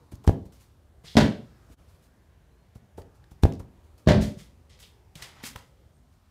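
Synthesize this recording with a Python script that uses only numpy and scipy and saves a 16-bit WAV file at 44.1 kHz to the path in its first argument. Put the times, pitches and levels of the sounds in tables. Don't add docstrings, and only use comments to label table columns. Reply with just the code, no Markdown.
import sys
import numpy as np
from scipy import signal
from scipy.fft import rfft, irfft
from scipy.io import wavfile
from scipy.ndimage import uniform_filter1d

SR = 44100
rng = np.random.default_rng(int(sys.argv[2]) if len(sys.argv) > 2 else 0)


def materialize(psi):
    bounded = np.clip(np.atleast_2d(psi).T, -1, 1)
    quanta = np.round(bounded * 32767).astype(np.int16)
    wavfile.write(sys.argv[1], SR, quanta)


N = 277830
T = np.arange(N) / SR

# (time [s], level [dB], crack [dB])
KICKS = [(0.2769, -6, -28.5), (3.4356, -5.5, -27)]
# (time [s], level [dB], pitch [Hz], scuff [dB], grass [dB])
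LANDINGS = [(0.121, -36.5, 340, -50.5, -49.5), (0.134, -27.5, 105, -63, -78), (0.245, -43, 83.4, -44, -57),
            (0.459, -35.5, 72, -61, -63), (1.041, -41.5, 163, -54.5, -65.5), (1.699, -42, 287, -59, -68),
            (2.756, -32.5, 107.2, -55.5, -61.5), (2.98, -30.5, 426, -41, -54.5), (2.989, -33, 82, -62, -57),
            (3.011, -39, 79, -63, -71), (3.315, -36, 86, -56, -59.5), (3.599, -26.5, 93, -46, -54.5),
            (5.155, -36, 160, -52.5, -63.5), (5.436, -32.5, 255, -46.5, -50),
            (5.556, -33, 93.6, -44.5, -56)]
LEAF_HZ = 10700


def undb(db):
    return 10 ** (np.asarray(db) / 20)


def unit(x):
    return x / np.sqrt(np.mean(x ** 2))


def add(out, x, s):
    i = int(s * SR)
    out[i:i + len(x)] += x[:N - i]


def fade(t60, size):
    return 10 ** (-3 * np.arange(size) / SR / max(t60, .002))


def ring(modes, size):
    t = np.arange(size) / SR
    return sum(undb(db) * fade(t60, size) * np.sin(2 * np.pi * hz * t) for hz, db, t60 in modes)


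def push(x, contact_ms):
    y = signal.fftconvolve(x, np.hanning(int(contact_ms * SR / 1000) + 3))
    return y / np.abs(y).max()


def colour(gain, size):
    hz = np.maximum(np.fft.rfftfreq(size, 1 / SR), 1)
    return unit(irfft(rfft(rng.standard_normal(size)) * gain(hz), size))


def shape(table):
    hz, db = np.transpose(table)
    return lambda f: undb(np.interp(np.log(f), np.log(hz), db))


def hump(centre_hz, octaves):
    return lambda f: np.exp(-.5 * (np.log2(f / centre_hz) / octaves) ** 2)


def walk(rate_hz, size):
    hold = int(SR / rate_hz)
    steps = np.repeat(rng.standard_normal(size // hold + 1), hold)
    return 1.09 * uniform_filter1d(steps, hold)[:size]


def burst(rise, t60, centre_hz, octaves, size):
    n = int(rise * SR)
    envelope = np.r_[np.hanning(2 * n)[:n], fade(t60, size - n)]
    return envelope * colour(hump(centre_hz, octaves), size)


def rustle(db, rise, t60, centre_hz, octaves):
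    size = SR // 2
    grain_db = 2 * walk(1500, size) - .5 * walk(140, size)
    return undb(db + grain_db) * burst(rise, t60, centre_hz, octaves, size)


def whistles(notes):
    out = np.zeros(N)
    for s, length, first_hz, last_hz, db in notes:
        n = int(length * SR)
        hz = np.linspace(first_hz, last_hz, n) * (1 + .0102 * walk(40, n))
        flutter = walk(.02 * first_hz, n) + 1j * walk(.02 * first_hz, n)
        tone = (flutter * np.exp(2j * np.pi * np.cumsum(hz) / SR)).imag
        add(out, undb(db) * np.sqrt(np.hanning(n)) * tone, s)
    return out


def town():
    # (frequency [Hz], level [dB])
    spectrum = [(12, -36), (20, -17), (60, 1), (113, -5.5), (172, -15), (262, -18), (285, -20), (388, -18),
                (422, -21.5), (897, -26), (2530, -37), (13900, -46.5), (16000, -51.5)]
    # (time [s], level [dB])
    ride = [(0, -56), (.9, -57), (1.7, -53.5), (2.0, -56.5), (2.6, -57), (4.0, -55), (5.0, -57.5),
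            (5.7, -57), (6.3, -57)]
    out, swell_db = np.zeros(N), 1.3 * walk(1.4, N)
    hz = np.maximum(np.fft.rfftfreq(N, 1 / SR), 1)
    hum = rfft(rng.standard_normal(N)) * shape(spectrum)(hz)
    for octave in np.arange(4, 14.6, 1 / 3):
        band = np.clip(1 - 3 * np.abs(np.log2(hz) - octave), 0, 1)
        flicker_db = 2.9 * hump(500, 2.6)(2 ** octave) * walk(4.9, N)
        out += irfft(hum * band, N) * undb(swell_db + flicker_db)
    return unit(out) * undb(np.interp(T, *np.transpose(ride)))


def toots():
    # (time [s], length [s], first pitch [Hz], last pitch [Hz], level [dB])
    notes = [(0.0, 0.052, 513, 450, -56), (2.46, 0.12, 482.6, 442, -62.5)]
    return whistles(notes)


def grass():
    # (time [s], level [dB], rise [s], t60 [s])
    drags = [(.52, -59.5, .005, 0.62), (.58, -62.5, .04, .3), (1.685, -60.5, 0.042, 0.2),
             (1.86, -66, .039, 0.66), (2.011, -62, .03, 0.21), (3.13, -68.5, .03, .12),
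             (3.831, -68.5, .017, .14), (3.976, -58.5, .005, 0.21), (6.102, -73, .03, 0.27)]
    treads = [(s - .01, db, .01, .11) for s, *_, db in LANDINGS]
    boot_sweeps = [(s - .015, -46.5, .01, .23) for s, *_ in KICKS]
    out = np.zeros(N)
    for s, db, rise, t60 in treads + boot_sweeps + list(drags):
        add(out, rustle(db, rise, t60, centre_hz=5500, octaves=6), s)
    tufts = undb(1.8 * walk(70, N))
    return signal.lfilter(*signal.butter(1, LEAF_HZ, fs=SR), out * tufts)


def thuds():
    out, size = np.zeros(N), SR // 4
    t60, scuff_rise_s = .046, .00924
    for s, db, hz, scuff_db, _ in LANDINGS:
        drum = ring([(hz, 0, t60), (1.9 * hz, -6, .75 * t60)], size)
        add(out, undb(db) * push(drum, contact_ms=3.5), s)
        add(out, undb(scuff_db) * burst(scuff_rise_s, t60, 507, .88, size), s - scuff_rise_s / 2)
    return out


def clacks():
    # (time [s], level [dB], pitch [Hz], t60 [s])
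    hits = [(0.154, -57, 5900, 0.013), (3.018, -54, 1920, 0.017), (3.241, -63, 1700, .015),
            (3.5231, -46.5, 2454, .009), (3.536, -57, 5260, 0.0093), (3.5514, -61.5, 3500, .015),
            (4.696, -64, 3530, 0.037), (4.79, -56.5, 2130, 0.025), (4.827, -52.5, 3620, .04),
            (5.1543, -46, 3330, 0.031), (5.2167, -56, 5150, 0.018), (5.223, -36.5, 2420, .019),
            (5.437, -39.5, 2020, 0.046), (5.4514, -53, 2020, .03), (5.5596, -36, 930, 0.016)]
    out, size, rise_s = np.zeros(N), SR // 10, .0028
    for s, db, hz, t60 in hits:
        body = burst(rise_s, t60, hz, .32, size)
        overtone = undb(-3) * burst(rise_s, t60, 2 * hz, .56, size)
        snap = undb(-6) * burst(rise_s, t60, 2200, 2.3, size)
        add(out, undb(db) * (body + overtone + snap), s - rise_s / 2)
    return out


def kicks():
    # (frequency [Hz], level [dB], t60 [s])
    ball = [(87.3, -10.5, 0.093), (173, -18.5, 0.14), (251, -17, 0.024), (319, -19.5, 0.017),
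            (437, -12, 0.015), (668, -15, 0.015), (790, -24.5, 0.047), (1680, -18.5, 0.018)]
    out, size = np.zeros(N), SR // 4
    contact_s, suck_lead_s = .0172, 830 / SR
    soft = np.hanning(40) / np.hanning(40).sum()
    suck = np.convolve(-undb(-2) * fade(.021, 800)[::-1], soft)
    press = np.convolve(ring([(74, 0, .35)], int(contact_s * SR)), soft)
    slap = np.convolve(ring(ball[1:], size), soft)
    rebound = -np.convolve(ring(ball, size), soft)
    for s, db, crack_db in KICKS:
        add(out, undb(db) * suck, s - suck_lead_s)
        add(out, undb(db) * press, s)
        add(out, undb(db + 6.5) * slap, s)
        add(out, undb(db + 4.5) * rebound, s + contact_s)
        add(out, undb(crack_db) * burst(.00063, .014, 3400, 1.05, size), s - .001)
        add(out, undb(crack_db - 16.5) * burst(.0065, .14, 2000, .94, size), s)
        add(out, undb(crack_db - 17) * burst(.0013, .028, 3300, 1.7, size), s + contact_s)
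    return out


def goal_and_heel_scrapes():
    # (time [s], level [dB], rise [s], t60 [s], centre [Hz], width [octaves])
    swishes = [(1.034, -53, 0.029, 1, 3150, 1.4), (1.057, -49, .022, 0.65, 4030, 0.36),
               (2.977, -40.5, .005, .07, 570, 0.32), (3.53, -63.5, 0.0091, 0.2, 5000, .55),
               (4.20, -39, .026, 0.29, 3430, 1.45), (4.361, -53, 0.042, 0.32, 3350, 1.63),
               (4.693, -61, 0.012, 0.57, 3670, .85), (4.787, -53, 0.019, 0.42, 6000, 2.3),
               (4.825, -55, 0.013, 0.27, 3350, 0.51), (5.154, -51.5, .003, 0.72, 3240, 1.7),
               (5.16, -53.5, 0.054, 1, 860, 1.5), (5.214, -43, 0.016, 0.23, 2680, 1.54),
               (5.301, -56, 0.11, 0.5, 790, 1.6), (5.418, -38, 0.048, 0.21, 4000, 2.1),
               (5.555, -55, 0.013, 0.4, 2550, 2.3)]
    # (frequency [Hz], width [Hz], level [dB])
    poles = [(2020, 170, 0), (3313, 210, -4), (3670, 26, -4), (5000, 230, -4), (5530, 26, -3),
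             (6170, 32, -5.5), (6850, 50, -4.5)]
    scrapes = np.zeros(N)
    for s, db, rise, t60, centre_hz, octaves in swishes:
        add(scrapes, rustle(db, rise, t60, centre_hz, octaves), s)
    rings = sum(undb(db) * signal.lfilter(*signal.iirpeak(hz, hz / width, fs=SR), scrapes)
                for hz, width, db in poles)
    return signal.lfilter(*signal.butter(1, LEAF_HZ, fs=SR), scrapes + undb(-2) * rings)


def fence():
    # (time [s], level [dB], contact [ms], low cut [Hz], knocking t60 [s], rattle [dB])
    bangs = [(1.154, -14.5, 1.4, 70, .042, -38.5), (1.1686, -1.5, 0.93, 132, 0.17, -15.5),
             (1.190, -7, 1.17, 120, 0.19, -28), (1.223, -8.5, 3.2, 85.5, 0.12, -40.5),
             (4.062, -25, 6.7, 45, .05, -46), (4.0723, -2, 1.85, 44.6, 0.13, -21),
             (4.087, -11, 0.76, 60, 0.42, -17.5), (4.107, -7, 1.16, 50, 0.42, -30),
             (4.16, -13.5, 3.76, 60, 0.4, -40.5)]
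    # (frequency [Hz], level [dB], t60 [s])
    boards = [(62, -7, 0.16), (88.5, -5.5, 0.12), (111, -1.5, 0.14), (167.6, 2.5, 0.1), (218, 1, 0.082),
              (267, -2.5, 0.061), (322, -14.5, 0.12), (395, -8, 0.068), (447, -6.5, 0.053),
              (540.6, -8, 0.042), (635, -7, 0.13), (644, -13.5, 0.037), (817, -10, 0.018),
              (924, -13, 0.034), (1191, -10, 0.051), (1640, -18, .05), (2120, -25.5, .04), (3000, -23, .04)]
    # (frequency [Hz], level [dB])
    rattle = [(180, -23), (300, 1), (913, -9.5), (1250, -18.5), (1650, -13), (2520, -21.5), (3170, -19),
              (4390, -22.5), (15000, -53)]
    out, size = np.zeros(N), SR // 2
    panel_hz, knocks_per_s, rattle_t60 = 193, 160, .29
    for s, db, contact_ms, low_hz, knock_t60, rattle_db in bangs:
        stiffness = np.log2(low_hz / 60)
        spot = rng.standard_normal((len(boards), 2))
        modes = []
        for (hz, mode_db, t60), (detune, accent) in zip(boards, spot):
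            boom_db = 4 * stiffness * hump(panel_hz, .4)(hz)
            modes.append((hz * (1 + .042 * detune), mode_db + 3 * accent + boom_db, t60))
        wood = signal.sosfilt(signal.butter(2, low_hz, "high", fs=SR, output="sos"), ring(modes, size))
        knocks = undb(-7) * fade(knock_t60, size) * rng.standard_normal(size)
        knocks *= rng.random(size) < knocks_per_s / SR
        blows = signal.lfilter(*signal.butter(1, 445.4, fs=SR), knocks)
        blows[0] = 1
        add(out, undb(db) * signal.fftconvolve(blows, push(wood, contact_ms)), s)
        chatter = colour(lambda f: shape(rattle)(f) * undb(1.23 * stiffness * np.log2(f / 1000)), size)
        add(out, undb(rattle_db + 1.88 * walk(300, size)) * fade(rattle_t60, size) * chatter, s)
    return out


def birds():
    # (time [s], length [s], first pitch [Hz], last pitch [Hz], level [dB])
    calls = [(2.38, .36, 3900, 4400, -85), (5.92, .09, 8600, 8400, -79)]
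    return whistles(calls)


def garden_echo(x):
    # (centre [Hz], t60 [s], level [dB])
    bands = [(61.2, 0.19, -1), (160, 0.41, 4), (422, 0.42, 1.5), (1100, 0.27, -1), (2806, 0.38, -4),
             (7600, 0.09, -7.5)]
    size, predelay_s, wet_db = SR // 2, .012, -14
    tail = sum(undb(db) * fade(t60, size) * colour(hump(hz, .74), size) * np.sqrt(hz / t60)
               for hz, t60, db in bands)
    response = np.r_[np.zeros(int(predelay_s * SR)), unit(tail) / np.sqrt(size)]
    return undb(wet_db) * signal.fftconvolve(x, response)[:N]


def scene():
    boot = kicks()
    lawn = fence() + thuds() + clacks() + grass() + goal_and_heel_scrapes()
    echo = garden_echo(undb(-3.5) * boot + lawn)
    return (boot + lawn + echo + birds() + toots() + town())[None]


def record(dry):
    dip_s, dip_width_s, dip_db = 1.762, .011, -18
    dip = undb(dip_db * np.exp(-.5 * ((T - dip_s) / dip_width_s) ** 2))
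    x = signal.sosfilt(signal.butter(3, 40, "high", fs=SR, output="sos"), dry * dip)
    x = x / (1 + np.abs(x / .95) ** 4) ** .25
    return signal.sosfilt(signal.ellip(10, .2, 60, 15600, fs=SR, output="sos"), x)


dry = scene()
out = record(dry)
materialize(out)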